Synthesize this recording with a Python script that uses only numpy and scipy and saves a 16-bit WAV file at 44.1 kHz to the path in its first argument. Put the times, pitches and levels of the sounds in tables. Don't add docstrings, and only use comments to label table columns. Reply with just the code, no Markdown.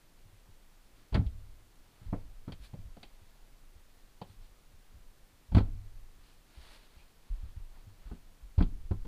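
import sys
import numpy as np
from scipy import signal
from scipy.fft import rfft, irfft, next_fast_len
from scipy.io import wavfile
from scipy.ndimage import map_coordinates

SR = 44100
rng = np.random.default_rng(int(sys.argv[2]) if len(sys.argv) > 2 else 0)


def digitize_waveform(pressure):
    field = np.atleast_2d(pressure).T
    bounded = np.clip(field, -1, 1)
    quanta = np.round(bounded * 32767).astype(np.int16)
    wavfile.write(sys.argv[1], SR, quanta)


N = 399987

# f/Hz, relative level/dB
HISS_SPECTRUM = [(20, -14), (100, 5.5), (250, 1.5), (600, -3.5), (1500, -8), (4000, -12.5), (6500, -13.5),
                 (10000, -15), (15000, -16.5)]
RUMBLE_SPECTRUM = [(8, 3), (20, 9), (32, 6.5), (50, -9), (80, -18.5), (105, -14.5), (150, -36),
                   (400, -45.5), (1000, -80)]
CLOTH_SPECTRUM = [(150, 4), (450, -3.5), (800, 1), (1500, -2), (2800, -3), (4500, -2.5), (5600, -13.5),
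                  (7000, -17), (9500, -14.5), (12500, -24), (15000, -31)]
# t/s of fastest motion, swell time/s, level/dB, treble tilt/(dB per octave)
CLOTH_STROKES = [ (1.003, 0.067, -71, -.5), (2.08, 0.23, -65.5, -3), (2.651, 0.037, -59.5, 2.5),
                 (3.199, 0.44, -74.5, 0), (4.002, 0.18, -77, 2), (4.313, .05, -71, 4), (4.451, .05, -71, 2),
                 (6.288, 0.099, -68, .5), (6.679, 0.16, -60, 0.5), (6.749, .05, -62.5, 2),
                 (6.84, .05, -65.5, 0), (6.978, 0.15, -69.5, .5), (7.446, 0.26, -70, -1),
                 (7.783, 0.071, -65.5, -2.5), (8.093, 0.098, -62, -3)]
# t/s, thump level/dB, thump f/Hz
SOFT_PUSHES = [ (0.251, -59.5, 97), (0.33, -61.5, 102), (2.06, -43.5, 72.4), (2.077, -36.5, 33),
               (2.248, -46, 46), (2.599, -44.5, 46), (2.785, -47, 96.5), (2.852, -44.5, 55),
               (3.754, -54.5, 63.5), (4.296, -54, 88), (4.365, -45.5, 25), (4.735, -59, 79),
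               (4.942, -51.5, 63.4), (5.486, -49.5, 55.3), (5.544, -34.5, 27.8), (5.746, -44.5, 84.3),
               (6.572, -48, 61.5), (7.30, -34, 40), (7.43, -40, 62), (7.564, -41.5, 70), (7.868, -51, 93),
               (8.053, -42.5, 45), (8.425, -46.5, 45), (8.587, -24.5, 31.7), (8.657, -41, 48.3),
               (8.913, -35, 36.3)]
# f/Hz, relative level/dB, t60/s
PANEL_MODES = [(159, -1, 0.14), (186.3, 4, 0.12), (227.3, -9, 0.11), (263.8, -7.5, 0.16), (316, -5, 0.083),
               (384, -5, 0.075), (467, -7.5, 0.088), (559, -6.5, 0.082), (710, -4.5, 0.053),
               (850, -7.5, 0.062), (937, -14, 0.057), (1039, -17, 0.084), (1333, -18, 0.088),
               (1492, -11, 0.04), (1990, -30, 0.044), (3225, -16.5, 0.078), (4570, -12, 0.02)]
# f/Hz, relative level/dB
RING_SPECTRUM = [(100, 18.5), (300, 5.5), (600, 5.5), (1300, -10), (2200, -6), (4500, -15.5), (5600, -32),
                 (10000, -35.5), (15000, -48)]
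# f/Hz, t60/s
RING_DECAY = [(150, 0.11), (500, 0.1), (1500, 0.085), (5000, 0.096), (12000, 0.064)]
# f/Hz, relative level/dB, t60/s
VAN_MODES = [(29.55, -10, 0.67), (38.7, -13.5, 0.14), (64.8, -32, 0.8), (98.4, -20.5, 0.45),
             (102.7, -32, 0.93)]
# f/Hz, t60/s
CABIN_DECAY = [(150, 0.45), (500, 0.4), (2000, 0.31), (8000, 0.24)]
# t/s, thump level/dB, thump f/Hz, hollow knock level/dB, wooden clack level/dB, clack f/Hz,
# cloth slap level/dB, contact time/s
CUSHION_BLOWS = [ (1.123, -34.5, 58.5, -42, -48, 900, -60, 0.013),
                 (1.142, -30, 60.7, -45, -40, 1400, -42, 0.0044),
                 (1.149, -29, 140, -29, -35.5, 1400, -60, 0.0049),
                 (1.173, -32, 65, -31.5, -49, 645, -66, .004),
                 (1.193, -25.5, 102, -37.5, -53, 750, -76, 0.0092),
                 (1.263, -31, 60, -65, -68, 1500, -62.5, 0.0026),
                 (2.127, -32.5, 134, -34.5, -39, 500, -70, 0.0041),
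                 (2.477, -41.5, 132, -42, -50.5, 1250, -65, 0.0071),
                 (2.520, -47, 71, -60, -54.5, 1490, -53, .0015),
                 (2.733, -45.5, 120, -45.5, -55, 600, -71, 0.0068),
                 (2.967, -64, 80, -56, -56.5, 840, -71, 0.0015),
                 (3.030, -80, 120, -61.5, -57.5, 790, -54, 0.00059),
                 (4.214, -49.5, 129, -48.5, -45.5, 890, -58, 0.002),
                 (5.517, -34, 56.4, -38.5, -52.5, 910, -66, 0.0085),
                 (5.547, -20.5, 78.5, -27, -39, 1200, -45.5, 0.0014),
                 (5.565, -19, 85.5, -23, -35.5, 1040, -49, 0.0034),
                 (5.579, -33, 96, -30.5, -35.5, 1290, -45.5, 0.002),
                 (5.600, -29.5, 50, -50, -46.5, 790, -61, 0.0039),
                 (8.113, -41, 54.3, -45, -57.5, 1210, -81, 0.0028),
                 (8.579, -22, 77, -40.5, -45, 930, -56.5, 0.0099),
                 (8.604, -25.5, 76.3, -26, -40.5, 1230, -56, 0.0028),
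                 (8.624, -38, 107, -34.5, -55, 1010, -52.5, 0.00042),
                 (8.909, -28, 79.5, -36, -46, 1110, -63, 0.0039),
                 (9.05, -50, 61, -49, -58, 920, -67.5, .002)]

TOP_HZ = 15350
RING_T = np.arange(SR * 3 // 5) / SR
BURST_SAMPLES = .02 * SR


def amp(db):
    return 10 ** (np.asarray(db) / 20)


def unit(x):
    return x / np.sqrt(np.mean(x ** 2) + 1e-20)


def burst(x):
    return x / np.sqrt(np.sum(x ** 2) / BURST_SAMPLES + 1e-20)


def along(points, hz):
    f, values = np.transpose(points)
    return np.interp(np.log(hz + 1), np.log(f + 1), values)


def wobble(knots_per_s):
    knots = rng.standard_normal(int(N * knots_per_s / SR) + 4)
    return map_coordinates(knots, [np.arange(N) * knots_per_s / SR])


def filtered(x, response):
    size = next_fast_len(len(x) + SR // 5)
    return irfft(rfft(x, size) * response(np.fft.rfftfreq(size, 1 / SR)), size)[:len(x)]


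def noise(spectrum, size=N):
    return unit(filtered(rng.standard_normal(size), lambda hz: amp(along(spectrum, hz))))


def band(x, lo_hz, hi_hz, order=3):
    sos = signal.butter(order, [lo_hz, min(hi_hz, TOP_HZ)], "band", fs=SR, output="sos")
    return signal.sosfilt(sos, x)


def dying(x, decays):
    hz, t, spectra = signal.stft(x, SR, nperseg=128)
    fade = amp(-60 * t / along(decays, hz)[:, None])
    return signal.istft(spectra * fade, SR, nperseg=128)[1][:len(x)]


def add(track, s, sound):
    part = track[max(round(s * SR), 0):][:len(sound)]
    part += sound[:len(part)]


def hiss(db=-67):
    return amp(db) * noise(HISS_SPECTRUM)


def sway(blow_push, step_push, rise_s=0.01, fall_db_per_s=33.5, rest_db=-59.5, waver_db=2):
    t = np.arange(2 * SR) / SR
    settling = amp(-fall_db_per_s * t) * (1 - np.exp(-t / rise_s))
    load = (amp(-20) * blow_push) ** 2 + (amp(-5.5) * step_push) ** 2
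    rocking_power = np.abs(signal.fftconvolve(load, settling ** 2)[:N]) / BURST_SAMPLES
    rest_power = amp(rest_db + waver_db * wobble(2.865)) ** 2
    return np.sqrt(rocking_power + rest_power) * noise(RUMBLE_SPECTRUM)


def rubbing(clothes_db=-75, grain_db=1, pivot_hz=2500, stop_share=0.72):
    cloth = amp(clothes_db) * noise(CLOTH_SPECTRUM)
    for s, swell_s, db, tilt_db in CLOTH_STROKES:
        t = np.arange(-2 * swell_s, 2 * swell_s, 1 / SR)
        width_s = np.where(t < 0, swell_s, stop_share * swell_s)
        swell = np.exp(-(t / width_s) ** 2)
        colour = [(hz, level + tilt_db * np.log2(hz / pivot_hz)) for hz, level in CLOTH_SPECTRUM]
        add(cloth, s + t[0], amp(db) * swell * noise(colour, size=len(t)))
    grain = unit(amp(grain_db * wobble(300)))
    return cloth * grain


def thump(hz, t60_cycles=4, rise_cycles=0.61):
    cycles = hz * RING_T
    envelope = (1 - np.exp(-cycles / rise_cycles)) * amp(-60 * cycles / t60_cycles)
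    return burst(np.sin(2 * np.pi * cycles) * envelope)


def panel_ring(contact_s, modes_db=-5, scatter_db=2):
    hz, db, t60 = np.transpose(PANEL_MODES)[:, :, None]
    struck_db = db + scatter_db * rng.standard_normal(hz.shape)
    phase = rng.uniform(0, 2 * np.pi, hz.shape)
    envelopes = amp(struck_db - 60 * RING_T / t60)
    modes = np.sum(envelopes * np.sin(2 * np.pi * hz * RING_T + phase), axis=0)
    dense = dying(noise(RING_SPECTRUM, size=len(RING_T)), RING_DECAY)
    closing = (1 - np.exp(-RING_T / contact_s)) ** 1.38
    first_wave = 1 + 1.06 * np.exp(-RING_T / 0.0048)
    return (amp(modes_db) * burst(modes) + burst(dense)) * closing * first_wave


def shuffles(count=12, db=-62, spread_db=3, hz=85, spread_octaves=.25):
    times = (np.arange(count) + rng.random(count)) * N / SR / count
    strength, pitch = rng.standard_normal((count, 2)).T
    return list(zip(times, db + spread_db * strength, hz * 2 ** (spread_octaves * pitch)))


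def steps(knock_offset_db=-18, pivot_hz=60, db_per_octave=11.5):
    push, wood = np.zeros(N), np.zeros(N)
    for s, thump_db, thump_hz in SOFT_PUSHES + shuffles():
        add(push, s, amp(thump_db) * thump(thump_hz, t60_cycles=6.9))
        knock_db = thump_db + knock_offset_db + db_per_octave * np.log2(thump_hz / pivot_hz)
        knock = burst(band(panel_ring(contact_s=0.0064), 81, 242, order=2))
        add(wood, s, amp(knock_db) * knock)
    return push, wood


def van_boom(push, coupling=4.73):
    t = np.arange(2 * SR) / SR
    shell = sum(amp(db - 60 * t / t60) * hz * np.cos(2 * np.pi * hz * t) for hz, db, t60 in VAN_MODES)
    return push + signal.fftconvolve(push, coupling * shell / SR)[:N]


def cabin(direct, wet_db=-19, build_s=0.0021):
    tail = dying(rng.standard_normal(len(RING_T)), CABIN_DECAY) * (1 - np.exp(-RING_T / build_s))
    return direct + amp(wet_db) * signal.fftconvolve(direct, tail / np.linalg.norm(tail))[:N]


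def clack(ring, hz, focus_db=4):
    broad = burst(band(ring, 300, 1570))
    favoured = burst(band(ring, hz / 1.26, hz * 1.19, order=1))
    return burst(broad + amp(focus_db) * favoured)


def blows(right_box_hz=197, left_box_hz=258, left_from_s=7.0, band_ratio=1.512):
    push, rattle = np.zeros(N), np.zeros(N)
    for s, thump_db, thump_hz, knock_db, clack_db, clack_hz, slap_db, contact_s in CUSHION_BLOWS:
        ring = panel_ring(contact_s)
        box_hz = right_box_hz if s < left_from_s else left_box_hz
        hollow_knock = burst(band(ring, box_hz / band_ratio, box_hz * band_ratio))
        cloth_slap = burst(band(ring, 2600, TOP_HZ))
        add(push, s, amp(thump_db) * thump(thump_hz))
        add(rattle, s - .002, amp(knock_db) * hollow_knock)
        add(rattle, s, amp(clack_db) * clack(ring, clack_hz))
        add(rattle, s, amp(slap_db) * cloth_slap)
    return push, rattle


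def creak(s=7.01, swell_s=0.028, hz=2500, db=-68):
    swell = np.exp(-((np.arange(N) / SR - s) / swell_s) ** 2)
    narrow_noise = unit(band(rng.standard_normal(N), hz / 1.05, hz * 1.05, order=1))
    return amp(db) * swell * narrow_noise


def scene():
    blow_push, blow_rattle = blows()
    step_push, step_wood = steps()
    van = van_boom(blow_push + step_push) + sway(blow_push, step_push)
    panels = cabin(blow_rattle + step_wood)
    return (van + panels + rubbing() + creak() + hiss())[None]


def record(dry):
    return filtered(dry[0], lambda hz: hz < TOP_HZ)[None]


dry = scene()
out = record(dry)
digitize_waveform(out)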